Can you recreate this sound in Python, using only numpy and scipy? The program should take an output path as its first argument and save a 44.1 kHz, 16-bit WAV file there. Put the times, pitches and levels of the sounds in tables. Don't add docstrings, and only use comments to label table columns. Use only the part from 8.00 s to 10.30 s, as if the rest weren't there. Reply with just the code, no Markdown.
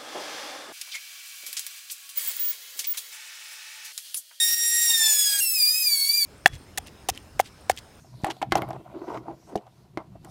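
import sys
import numpy as np
from scipy import signal
from scipy.fft import rfft, irfft, next_fast_len
from scipy.io import wavfile
from scipy.ndimage import uniform_filter1d, map_coordinates

SR = 44100
rng = np.random.default_rng(int(sys.argv[2]) if len(sys.argv) > 2 else 0)


def bounce(signal):
    frames = np.transpose(np.atleast_2d(signal))
    limited = np.clip(frames, -1, 1)
    pcm = np.round(limited * 32767).astype(np.int16)
    wavfile.write(sys.argv[1], SR, pcm)


def voltage_ratio(decibels):
    exponent = np.asarray(decibels, float) / 20
    return 10 ** exponent


N = 101429

# [f/Hz, level/dB]
RUMBLE_SHAPE = [(20, -20), (60, -6), (100, -9.5), (128, 2.5), (150, -8), (190, -8), (300, -23.5),
                (600, -110)]
# [t/s, level/dB]
HAND_TREMOR = [(0, -51), (.2, -57), (.42, -56.5), (.53, -38.5), (.66, -48), (.9, -58.5), (1.03, -61.5),
               (1.12, -47.5), (1.3, -53.5), (1.5, -58), (1.75, -63.5), (1.88, -56), (2.05, -54),
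               (2.3, -52.5)]
# [f/Hz, level/dB]
HISS_SHAPE = [(200, -54), (400, -15), (1200, -9), (2500, -6), (15500, -17.5)]
# [t/s, level/dB, brightest f/Hz]
CLOTH_SLIDES = [(0, -60.5, 6900), (.1, -64.5, 5240), (.2, -60, 4100), (.36, -58, 3860), (.48, -72.5, 3110),
                (.58, -63, 5000), (.66, -63.5, 3840), (.9, -67.5, 2300), (1.1, -61.5, 5640),
                (1.18, -57.5, 5830), (1.21, -72, 4000), (1.5, -62, 6400), (1.62, -78, 3810),
                (1.8, -66, 4890), (1.9, -81, 4030), (2.2, -75, 4700), (2.3, -58.5, 4840)]
# [f/Hz, width/Hz, level/dB]
SHELL_RESONANCES = [(345, 72, 17), (649, 198, 0), (760, 275, -1.5), (965, 158, -4), (1510, 280, -22),
                    (1850, 194, -24)]
# [t/s, length/s, level/dB, deep ring over it/dB]
FINGER_DRAGS = [(0.035, 0.022, -61.5, 7), (0.128, 0.0087, -55, -4), (0.185, 0.069, -61.5, -7),
                (0.239, 0.072, -39, 8.5), (0.351, 0.02, -63, 12), (0.528, 0.063, -33, 9.5),
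                (0.602, 0.027, -33.5, 5.5), (0.665, 0.092, -44, 2), (0.783, 0.032, -55.5, 15),
                (0.84, 0.077, -54.5, 4), (0.931, 0.059, -51, 22), (1.003, 0.1, -49, 17),
                (1.071, 0.059, -42, 15), (1.132, .035, -38, 5), (1.202, 0.034, -61.5, 25),
                (1.25, 0.072, -48, 15.5), (1.342, 0.19, -74, 20.5), (1.464, 0.072, -53, 16),
                (1.59, 0.037, -63.5, 9), (1.652, 0.015, -50.5, -20), (1.783, 0.47, -96, 29),
                (1.965, 0.042, -46, 8), (2.11, 0.052, -64, 12), (2.234, 0.043, -51.5, 9)]
# [t/s, peak level/dB]
HAND_PUSHES = [
    (0.236, -15.5),
    (0.489, -36),
    (0.523, -18),
    (0.562, -21),
    (1.557, -33),
    (1.973, -33.5),
]
# [t/s, length/s, level/dB]
STEEL_SCRAPES = [
    (0.249, 0.035, -47),
    (0.2997, 0.014, -39.5),
    (0.515, .025, -50),
    (0.551, 0.0047, -45.5),
    (0.566, .018, -40.5),
    (0.615, 0.009, -50),
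    (1.564, 0.023, -57.5),
]
# [t/s, length/s, level/dB]
CUFF_WHINES = [
    (0.744, 0.1, -69.5),
    (1.584, 0.13, -75.5),
    (2.1, 0.17, -77),
]
# [t/s, level/dB, f/Hz]
LIGHT_TAPS = [(.046, -50, 760), (.218, -53, 703), (.366, -45, 746), (.633, -26, 802), (.928, -41.5, 649),
              (.943, -38.5, 660), (.941, -34.5, 334), (.958, -34, 345), (.97, -34.5, 352),
              (1.017, -35, 356), (1.205, -39, 345), (1.042, -36, 674), (1.085, -41, 735), (1.111, -32, 855),
              (1.298, -33.5, 814), (1.258, -41, 685), (1.284, -31, 890), (1.333, -41.5, 628),
              (1.625, -50.5, 900), (1.668, -45, 760), (2.272, -42, 764)]
# [f/Hz, level/dB, time to fall 60 dB/s]
RIM_TONES = [(349.3, -2.5, 0.036), (674, -3, 0.055), (785, -7.5, 0.048), (1090, 0, 0.031),
             (1250, -7, 0.017), (1362, -6.5, 0.046), (2053, -9, 0.044), (2167, -9.5, 0.063),
             (2840, -16, .025), (3127, -13.5, .025), (4200, -35, 0.0099)]
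# [f/Hz, level/dB, time to fall 60 dB/s]
CORNER_TONES = [(326, 2, 0.036), (648, -9.5, 0.035), (767, -6.5, 0.041), (1015, -5, 0.021),
                (1106, -16.5, 0.028), (1420, -18.5, 0.051), (2010, -8.5, 0.017), (2106, -19, 0.054),
                (4270, -21, 0.017)]
# [t/s, level/dB]
RIM_BLOWS = [
    (.5215, -17),
    (.5268, -26),
    (.6207, -27),
    (1.0865, -48),
    (1.1445, -45.5),
    (1.174, -44),
]
# [t/s, level/dB]
CORNER_BLOWS = [
    (1.9738, -23),
]
# [t/s, peak level/dB, brightest f/Hz]
STEEL_TICKS = [(0.218, -41, 5500), (0.236, -30, 4280), (0.246, -23.5, 8400), (0.2678, -31.5, 7640),
               (0.3022, -34, 4300), (0.3055, -34, 4750), (0.3102, -22.5, 3450), (.312, -31, 3170),
               (0.3188, -24, 2940), (0.367, -39, 3470), (0.4147, -43, 4970), (0.4176, -37.5, 8200),
               (0.4198, -19, 2900), (0.429, -26, 2870), (0.51, -34, 2570), (0.5217, -10, 4300),
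               (0.555, -15.5, 5600), (0.572, -29, 11200), (0.5817, -29, 11200), (.619, -30, 11400),
               (0.6412, -45, 3690), (0.688, -36.5, 11400), (0.7053, -35, 5940), (0.7307, -37.5, 3800),
               (1.144, -35.5, 3440), (1.171, -43, 3970), (1.557, -25, 4200), (1.5625, -31.5, 5730),
               (1.5715, -44, 3080), (1.5758, -32, 3120), (1.621, -51, 3800), (1.667, -42, 3280),
               (2.2474, -35.5, 8100)]
# [t/s, peak level/dB]
EDGE_SNAPS = [
    (0.2455, -11),
    (0.3038, -18),
    (.3168, -28),
    (.427, -11),
    (0.5236, -10),
    (.554, -9.5),
    (0.6212, -38),
    (1.9738, -24.5),
]
# [f/Hz, level/dB, time to fall 60 dB/s]
THUD_TONES = [(208.4, -6, 0.096), (423, -1.5, 0.074), (502, -3.5, 0.053)]
# [f/Hz, level/dB, time to fall 60 dB/s]
UPPER_TONES = [(686, -8, .06), (813, -9, .07), (908, -10, .04), (1019, -11, .04)]
# [f/Hz, level/dB, time to fall 60 dB/s]
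DEEP_TONES = [(320.5, 1.5, 0.081), (420, -4, 0.052)]
# [f/Hz, level/dB, time to fall 60 dB/s]
CLACK_TONES = [(1104, -8, 0.042), (1372, -0.5, 0.025), (2013, -4.5, 0.022)]
# [t/s, upper ring level/dB, its leading f/Hz, deep ring over it/dB, mid clack over it/dB]
CASE_KNOCKS = [(0.244, -15, 801, -14, -6), (0.266, -16.5, 744, -26, -11.5), (0.282, -23, 804, -5, -10),
               (0.3034, -26, 816, -10, -3), (0.416, -19.5, 947, -6.5, -1.5), (0.427, -14.5, 773, -12, -8.5),
               (0.5227, -21.5, 770, -2, 9.5), (0.5546, -8, 768, -17, -8.5), (0.583, -23.5, 935, 0, -5),
               (0.621, -28.5, 650, -3, -25), (0.688, -30, 770, -3.5, -9), (0.706, -21, 740, -14.5, -9),
               (0.731, -27.5, 754, -21, -11), (0.76, -31.5, 680, -22, -10.5), (0.861, -34, 715, -18, -41),
               (1.102, -24.5, 964, -4.5, -26), (1.143, -34.5, 790, 4, -4), (1.172, -29, 1090, 3.5, -1.5),
               (1.281, -25.5, 768, -2.5, -24), (1.555, -16, 725, -9, -27), (1.974, -30, 637, -4, 4.5),
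               (2.153, -36, 657, -10, -18.5), (2.245, -42, 785, -4, 7)]


def unit(x):
    return x / np.sqrt(np.mean(x ** 2) + 1e-20)


def along(points, hz):
    f, v = np.transpose(points)
    return np.interp(np.log(hz + 1), np.log(f + 1), v)


def curves(rows):
    s, *cols = np.transpose(rows)
    return [np.interp(np.arange(N) / SR, s, c) for c in cols]


def wobble(rate):
    knots = rng.standard_normal(int(N * 100 / SR) + 4)
    return map_coordinates(knots, [np.arange(N) * min(rate, 99) / SR])


def filtered(x, response):
    m = next_fast_len(len(x) + SR // 2)
    return irfft(rfft(x, m) * response(np.fft.rfftfreq(m, 1 / SR)), m)[:len(x)]


def peak(f, hz, width):
    return 1j * f * width / (hz * hz - f * f + 1j * f * width)


def add(track, s, sound):
    track[round(s * SR):][:len(sound)] += sound


def ring(tones, t, spread_db):
    total = 0
    for hz, db, t60 in tones:
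        level = voltage_ratio(db + spread_db * rng.normal() - 60 * t / t60)
        total = total + level * np.sin(2 * np.pi * hz * (1 + 0.014 * rng.normal()) * t)
    return total


def room():
    sway_db, = curves(HAND_TREMOR)
    low = filtered(rng.standard_normal(N), lambda f: voltage_ratio(along(RUMBLE_SHAPE, f)))
    high = filtered(rng.standard_normal(N), lambda f: voltage_ratio(along(HISS_SHAPE, f)))
    rumble = voltage_ratio(4.5 + sway_db + 3.5 * wobble(20)) * unit(low)
    return rumble + voltage_ratio(-72) * unit(high)


def walls(x):
    t = np.arange(SR // 4) / SR
    tail = filtered(rng.standard_normal(len(t)) * voltage_ratio(-60 * t / 0.17), lambda f: peak(f, 770, 1800))
    return signal.fftconvolve(x, tail / np.linalg.norm(tail))[:N]


def cloth():
    level_db, centre = curves(CLOTH_SLIDES)
    hz, t, z = signal.stft(rng.standard_normal(N), SR, nperseg=256)
    hz = hz[:, None]
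    brightest = np.interp(t, np.arange(N) / SR, centre)
    patches = uniform_filter1d(rng.standard_normal(z.shape), size=5, axis=0)
    patches = uniform_filter1d(patches, size=25, axis=1)
    hump = voltage_ratio(-5) + np.exp(-(np.log((hz + 1) / brightest) / 0.27) ** 2)
    hump = hump * voltage_ratio(2.5 * unit(patches))
    tilt = voltage_ratio(-4 * np.log2(1 + hz / 4000)) * (hz > 1200)
    hiss = signal.istft(z * hump * tilt, SR, nperseg=256)[1][:N]
    return voltage_ratio(level_db - 2.0 + 1.04 * wobble(36.21)) * unit(hiss)


def rub():
    grains_per_s, rise_s, fall_s = 1200, 0.018, 0.016
    t, draw = np.arange(N) / SR, rng.random((2, N))
    slips = (draw[0] < grains_per_s / SR) * rng.standard_normal(N) * voltage_ratio(6.8 * draw[1])
    drive = (unit(slips) + 0.5 * rng.standard_normal(N)) * voltage_ratio(2.5 * wobble(70))

    def upper_shell(f):
        total = sum((-1) ** k * voltage_ratio(db) * peak(f, hz, width)
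                    for k, (hz, width, db) in enumerate(SHELL_RESONANCES[1:]))
        return total * peak(f, 1170, 2200)

    upper = unit(filtered(drive, upper_shell))
    deep_hz, deep_width = SHELL_RESONANCES[0][:2]
    deep_drive = rng.standard_normal(N) * voltage_ratio(4.5 * wobble(50.06))
    deep = unit(filtered(deep_drive, lambda f: peak(f, deep_hz, deep_width) * peak(f, 313, 450)))
    out = voltage_ratio(-69.5) * (upper + 1.64 * deep)
    for s, length, db, deep_db in FINGER_DRAGS:
        effort = np.clip((t - s) / rise_s, 0, 1) * np.exp(-np.clip(t - s - length, 0, 9) / fall_s)
        out = out + voltage_ratio(db) * effort * (upper + voltage_ratio(deep_db - 12) * deep)
    return out


def pushes():
    push_s = 0.0013
    out, u = np.zeros(N + SR), np.arange(SR // 16) / SR / push_s
    for s, db in HAND_PUSHES:
        add(out, s, -voltage_ratio(db + 12.5) * u * np.exp(-u / 0.71) * np.sin(1.09 * u))
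    return out[:N]


def scrapes():
    t = np.arange(N) / SR
    grit = rng.standard_normal(N) * voltage_ratio(2.5 * rng.standard_normal(N) + 2.5 * wobble(95))
    effort = sum(voltage_ratio(db) * (t > s) * np.exp(-np.clip(t - s - length, 0, 9) / 0.0039)
                 for s, length, db in STEEL_SCRAPES)
    return effort * unit(filtered(grit, lambda f: peak(f, 2340, 3300) ** 2 + 0.04))


def edges():
    press_s, tap_t60_s, tap_rise_s, whine_hz = 0.00025, 0.057, 0.00033, 2680
    out, t = np.zeros(N + SR), np.arange(SR // 4) / SR
    press = np.clip(t / press_s, 0, 1) ** 2
    for blows, tones in ((RIM_BLOWS, RIM_TONES), (CORNER_BLOWS, CORNER_TONES)):
        sound = -press * sum(voltage_ratio(db - 60 * t / t60) * np.cos(2 * np.pi * hz * (t - press_s))
                             for hz, db, t60 in tones)
        for s, db in blows:
            add(out, s, voltage_ratio(db) * sound)
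    for s, db, hz in LIGHT_TAPS:
        pair = np.sin(2 * np.pi * hz * t) + 0.5 * np.sin(2 * np.pi * 0.9 * hz * t)
        add(out, s, voltage_ratio(db - 60 * t / tap_t60_s) * (1 - np.exp(-t / tap_rise_s)) * pair)
    for s, length, db in CUFF_WHINES:
        swell = np.sin(np.pi * np.clip(t / length, 0, 1))
        add(out, s, voltage_ratio(db) * swell * np.sin(2 * np.pi * whine_hz * t))
    return out[:N]


def ticks():
    chatter_s = 0.0021
    out, t = np.zeros(N + SR), np.arange(SR // 16) / SR
    for s, db, hz in STEEL_TICKS:
        grit = rng.standard_normal(len(t)) * voltage_ratio(2.8 * rng.standard_normal(len(t)))
        burst = grit * (np.exp(-t / chatter_s) + voltage_ratio(-25.5) * np.exp(-t / 0.011))

        def steel(f):
            bands = 0.19 * peak(f, 4000, 10000) + peak(f, hz, 0.25 * hz)
            return bands / (1 + (f / (3.5 * hz)) ** 4)

        add(out, s, voltage_ratio(db - 3.5) * filtered(burst, steel))
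    return out[:N]


def knocks():
    free_s, gripped_db = 0.0056, -9
    out, t = np.zeros(N + SR), np.arange(SR // 8) / SR
    grip = voltage_ratio(gripped_db / (1 + np.exp(-(t - free_s) / 0.000068)))
    fade = voltage_ratio(-60 * np.clip(t - free_s, 0, 1) / 0.027)
    for s, db, hz, deep_db, clack_db in CASE_KNOCKS:
        lead = grip * fade * np.sin(2 * np.pi * hz * t)
        noise = rng.standard_normal(len(t)) * voltage_ratio(-60 * t / 0.033)
        rattle = filtered(noise, lambda f: peak(f, 1600, 1700) ** 2)
        upper = ring(UPPER_TONES, t, 0.62) * (1 - np.exp(-t / 0.00041))
        sound = -voltage_ratio(-4.5) * lead - voltage_ratio(-5.0) * upper
        sound = sound - voltage_ratio(deep_db - 4.5) * ring(DEEP_TONES, t, 0.68)
        sound = sound - voltage_ratio(clack_db - 11.5) * (ring(CLACK_TONES, t, 0.85) + 5 * rattle)
        rise_s = 0.00037 * voltage_ratio(-0.6 * (db + 11))
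        add(out, s, voltage_ratio(db) * sound * (1 - np.exp(-t / rise_s)))
    for s, db in EDGE_SNAPS:
        add(out, s, -voltage_ratio(db - 0.5) * np.sin(2 * np.pi * 2600 * t) * np.exp(-t / 0.00016))
    add(out, 1.5563, -voltage_ratio(-19.5) * ring(THUD_TONES, t, 0))
    return out[:N]


def scene():
    hits = knocks() + ticks() + edges()
    handling = pushes() + rub() + cloth()
    return (hits + voltage_ratio(-22.0) * walls(hits) + handling + room() + scrapes())[None]


def band_limit(x):
    return signal.sosfilt(signal.butter(12, 16480, fs=SR, output="sos"), x)


def record(dry):
    def microphone(f):
        return (1j * f / (38 + 1j * f)) ** 3 / (1 + (f / 15450) ** 90)

    mix = filtered(dry[0], microphone)[None]
    return band_limit(mix)


dry = scene()
out = record(dry)
bounce(out)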